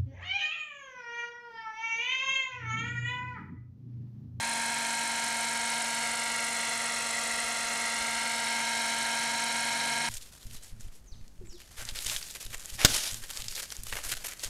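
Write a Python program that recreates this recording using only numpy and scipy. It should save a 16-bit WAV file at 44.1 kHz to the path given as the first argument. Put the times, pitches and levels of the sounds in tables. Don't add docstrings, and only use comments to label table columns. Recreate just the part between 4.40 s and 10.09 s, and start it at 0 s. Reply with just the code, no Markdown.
import sys
import numpy as np
from scipy import signal
from scipy.fft import rfft, irfft, next_fast_len
from scipy.io import wavfile
from scipy.ndimage import map_coordinates

SR = 44100
rng = np.random.default_rng(int(sys.argv[2]) if len(sys.argv) > 2 else 0)


def store_pcm(level_fs):
    pcm = np.round(np.clip(level_fs, -1, 1) * 32767).astype(np.int16)
    wavfile.write(sys.argv[1], SR, np.atleast_2d(pcm).T)


def volts_from_decibels(level):
    exponent = np.asarray(level, float) / 20
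    return 10 ** exponent


N = 250929
T = np.arange(N) / SR
ROTOR_TURNS_PER_CRANK_TURN = .104


def unit(x):
    return x / np.sqrt(np.mean(x ** 2))


def curves(rows):
    s, *cols = np.transpose(rows)
    return [np.interp(T, s, c) for c in cols]


def along(points):
    f, db = np.transpose(points)
    return lambda hz: volts_from_decibels(np.interp(np.log(hz + 1), np.log(f), db))


def peak(f, hz, width):
    return 1j * f * width / (hz * hz - f * f + 1j * f * width)


def filtered(x, response):
    m = next_fast_len(N + SR // 4)
    return irfft(rfft(x, m) * response(np.fft.rfftfreq(m, 1 / SR)), m)[:N]


def noise(response):
    return unit(filtered(rng.standard_normal(N), response))


def ringing(modes):
    def response(f):
        powers = [np.abs(volts_from_decibels(db) * peak(f, hz, width) ** 2) ** 2 for hz, width, db in modes]
        return np.sqrt(sum(powers))
    return noise(response)


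def wobble(rate_hz):
    coarse = T[::64]
    knots = rng.standard_normal(int(N * rate_hz / SR) + 4)
    return np.interp(T, coarse, map_coordinates(knots, [coarse * rate_hz], mode="mirror"))


def late(x, lag_s):
    return map_coordinates(x, [(T - lag_s) * SR], order=3, mode="mirror")


def tone(db, phase, flutter_db):
    return np.sqrt(2) * volts_from_decibels(db + flutter_db * wobble(12)) * np.cos(phase)


def any_phase():
    return rng.uniform(0, 2 * np.pi)


# f/Hz, level/dB per Hz
AIR_SPECTRUM = [(20, -14), (60, -14), (100, -3), (140, 1.5), (190, -2), (300, 0.5), (420, -3), (800, -8),
                (3000, -47)]
# t/s, swell/dB
BREEZE_GUSTS = [
    (0.0, 2),
    (1.0, 0),
    (1.5, 0),
    (3.3, 3.5),
    (4.7, 4),
    (5.7, 7),
]


def breeze():
    calm_db, gust_s = -2, 0.5
    swell_db = calm_db + sum(db * np.exp(-((T - s) / gust_s) ** 2) for s, db in BREEZE_GUSTS)
    return volts_from_decibels(swell_db - 57.5 + 0.98 * wobble(3.04)) * noise(along(AIR_SPECTRUM))


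# t/s, f/Hz, level/dB
FAR_HUM = [
    (0, 153.4, -63.5),
    (2.4, 152.7, -62.5),
    (2.9, 152, -75),
    (3.6, 150, -70),
    (5.69, 146, -57.5),
]


def far_hum():
    hz, db = curves(FAR_HUM)
    return tone(db, 2 * np.pi * np.cumsum(hz) / SR, flutter_db=2.0)


# t/s, peak level/dB
WIND_PUFFS = [
    (2.929, -56),
    (3.036, -53),
    (3.239, -54),
    (3.599, -48),
    (3.759, -53),
    (4.439, -55),
]


def wind_puffs():
    out = np.zeros(N)
    for s, db in WIND_PUFFS:
        since_peak = T - s - .015
        out += volts_from_decibels(db) * np.exp(-(since_peak / 0.013) ** 2) * np.cos(2 * np.pi * 55 * since_peak)
    return out


# t/s, firing rate/Hz
CRANK_SPEED = [(0.0, 230.42), (0.45, 231.07), (0.9, 231.18), (1.25, 231.99), (1.65, 232.04), (2.1, 231.72),
               (2.55, 231.64), (2.85, 231.02), (3.15, 230.94), (3.45, 230.28), (3.75, 230.5), (4.0, 230.82),
               (4.5, 230.75), (4.8, 231.36), (5.1, 231.89), (5.45, 231.87), (5.69, 231.38)]


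def crank_angle():
    return 2 * np.pi * np.cumsum(curves(CRANK_SPEED)[0]) / SR


def attitude():
    turn_s, turn_takes_s = 3.72, .3
    turned = .5 * np.tanh((T - turn_s) / turn_takes_s)
    return 0.57 * turned + 0.085, -2 * turned + 0.1, 2.5 * turned - .3


# rotor multiple, level/dB rms
LIFT_BEATS = [
    (2, -73),
    (4, -75.5),
    (5, -76),
    (10, -64),
    (20, -61.5),
    (24, -70.5),
]


def lift_beats(rotor):
    return sum(tone(db, m * rotor + any_phase(), flutter_db=.4) for m, db in LIFT_BEATS)


def circling(x, angle, focus):
    tip_mach = .33
    mean_firing_hz = np.mean(np.transpose(CRANK_SPEED)[1])
    swing_s = tip_mach / (2 * np.pi * ROTOR_TURNS_PER_CRANK_TURN * mean_firing_hz)
    beam = (1 + tip_mach * np.cos(angle + 0.44)) ** focus
    return unit(late(x, -swing_s * np.sin(angle)) * beam)


# fastest approach/turn, level/dB, f at rest/Hz, width/Hz
TIP_VORTICES = [
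    (0.315, -45.5, 7217, 220),
    (0.317, -48, 6200, 300),
    (0.799, -53, 7420, 700),
    (0.797, -55.5, 6070, 500),
]
# f/Hz, level/dB per Hz
EDGE_SPECTRUM = [(1500, -13), (3000, -8), (4500, -4.5), (6500, 1.5), (7600, -2.5), (8600, -16), (9800, -18),
                 (11200, -33), (12500, -54)]


def blade_hiss(rotor):
    out = np.zeros(N)
    for turn, db, hz, width in TIP_VORTICES:
        out += volts_from_decibels(db) * circling(ringing([(hz, width, 0)]), rotor - 2 * np.pi * turn, focus=3.1)
    for turn in (.32, .82):
        out += volts_from_decibels(-44.5) * circling(noise(along(EDGE_SPECTRUM)), rotor - 2 * np.pi * turn, focus=4.2)
    return out


# crank multiple, tooth-rate multiple, level/dB rms
TOOTH_MESH = [
    (0, 1, -45.3),
    (-1, 1, -49),
    (0, 2, -51),
]
# crank multiple, rotor multiple, level/dB rms
DRIVE_SIDE_TONES = [
    (0, 85, -59.9),
    (0, 94, -59.4),
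    (1, 91, -60.5),
    (-2, 91, -62),
]


def gears(crank, rotor):
    teeth_per_turn = 90
    runout_rad, runout_phase, runout_share = .8, .8, .2
    slack = .08 * wobble(25)
    teeth = teeth_per_turn * rotor + runout_rad * np.sin(rotor + runout_phase) + slack
    mesh = sum(tone(db, k * crank + m * teeth + any_phase(), flutter_db=.7) for k, m, db in TOOTH_MESH)
    side = sum(tone(db, k * crank + m * rotor + slack + any_phase(), flutter_db=.7)
               for k, m, db in DRIVE_SIDE_TONES)
    return (1 + runout_share * np.cos(rotor + runout_phase)) * mesh + side


def firing_gate(crank, rotor, depth_db, turn_db=1.14):
    return volts_from_decibels(depth_db * np.cos(crank - .7) + turn_db * np.cos(rotor) + 0.52 * wobble(30))


# f/Hz, level/dB per Hz
RASP_SPECTRUM = [(250, -25), (450, -17), (1000, -2.5), (2400, -4.5), (3100, -5), (4800, -8.5), (7000, -5.5),
                 (10000, -6), (13000, -20.5), (14500, -34), (15400, -55)]


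def rasp(crank, rotor):
    gate = firing_gate(crank, rotor, 0.86, turn_db=0.7)
    return volts_from_decibels(-40.5) * unit(gate * noise(along(RASP_SPECTRUM)))


# f/Hz, width/Hz, level/dB
BODY_MODES = [(507, 134, -2.5), (718, 86, 2.5), (1018, 210, 2.5), (1290, 124, 0.5), (1746, 120, 2.5),
              (1946, 430, 8), (2500, 1180, 0.5)]
# f/Hz, width/Hz, level/dB
CANOPY_MODES = [(3170, 390, -1), (4046, 440, 4.5), (5390, 660, -0.5), (6320, 320, -0.5)]


def rattle(crank, rotor, facing_db):
    body = volts_from_decibels(-40.0) * unit(firing_gate(crank, rotor, 1.6) * ringing(BODY_MODES))
    canopy = volts_from_decibels(facing_db - 43) * unit(firing_gate(crank, rotor, 6.9) * ringing(CANOPY_MODES))
    return body + canopy


# crank multiple, level/dB rms
EXHAUST_ORDERS = [(1, -49.5), (2, -58), (3, -59), (4, -43), (5, -55), (6, -50.5), (7, -45), (8, -67),
                  (9, -54), (10, -59), (11, -53.5), (12, -53.5), (13, -55), (14, -55), (15, -54), (16, -61),
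                  (17, -56.5), (18, -50), (19, -57), (20, -58.5), (22, -56.5), (23, -55), (24, -53.5),
                  (25, -70), (26, -67)]
# crank multiple, rotor multiple, level/dB rms
CHOPPED_TONES = [(1, 2, -62), (1, 4, -61.5), (2, 2, -70), (2, 5, -61.5), (3, -5, -70), (3, -1, -56),
                 (3, 1, -57.5), (3, 4, -70), (3, 5, -61), (4, -1, -60), (4, 1, -49.5), (5, -1, -63.5),
                 (5, 1, -59.5), (6, -2, -73), (6, -1, -54.5), (6, 1, -58), (6, 2, -61.5)]


def exhaust(crank, rotor, facing_db):
    muffled_orders = 6
    sway_rad, sway_phase = .17, 1.2
    firing, sway = crank - .35, rotor + sway_phase
    swayed = firing + sway_rad * np.sin(sway) + .004 * wobble(40)
    out = np.zeros(N)
    for k, db in EXHAUST_ORDERS[:muffled_orders]:
        out += tone(db, k * firing, flutter_db=.35)
    for k, db in EXHAUST_ORDERS[muffled_orders:]:
        smeared = swayed + .09 * rng.normal()
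        out += volts_from_decibels(facing_db * k / 24) * tone(db, k * smeared, flutter_db=.6)
    for k, m, db in CHOPPED_TONES:
        out += np.sign(m) * tone(db, k * firing + m * sway, flutter_db=.8)
    return out


# t/s, echo lag/ms
GROUND_LAG = [
    (0, 1.19),
    (.8, 1.265),
    (1.45, 1.305),
    (1.9, 1.39),
    (2.35, 1.44),
    (2.8, 1.485),
    (3.3, 1.445),
    (4.3, 1.28),
    (5.69, 1.26),
]


def ground_echo(engine, drive):
    drive_extra_ms = .075
    lag_ms = curves(GROUND_LAG)[0] - .03
    echo = late(engine, lag_ms / 1000) + late(drive, (lag_ms + drive_extra_ms) / 1000)
    return filtered(echo, lambda f: .45 / (1 + 1j * f / 6000) + .3 / (1 + 1j * f / 900))


def scene():
    crank = crank_angle()
    rotor = ROTOR_TURNS_PER_CRANK_TURN * crank
    engine_db, blade_db, facing_db = attitude()
    outdoors = breeze() + far_hum() + wind_puffs()
    hiss = volts_from_decibels(blade_db) * blade_hiss(rotor)
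    drive = volts_from_decibels(engine_db) * (gears(crank, rotor) + rasp(crank, rotor))
    pulses = exhaust(crank, rotor, facing_db) + rattle(crank, rotor, facing_db)
    engine = volts_from_decibels(engine_db) * pulses + lift_beats(rotor)
    return (engine + drive + ground_echo(engine, drive) + hiss + outdoors)[None]


def roll_off(x):
    return signal.sosfilt(signal.butter(12, 15220, fs=SR, output="sos"), x)


def record(dry):
    return roll_off(dry)


dry = scene()
out = record(dry)
store_pcm(out)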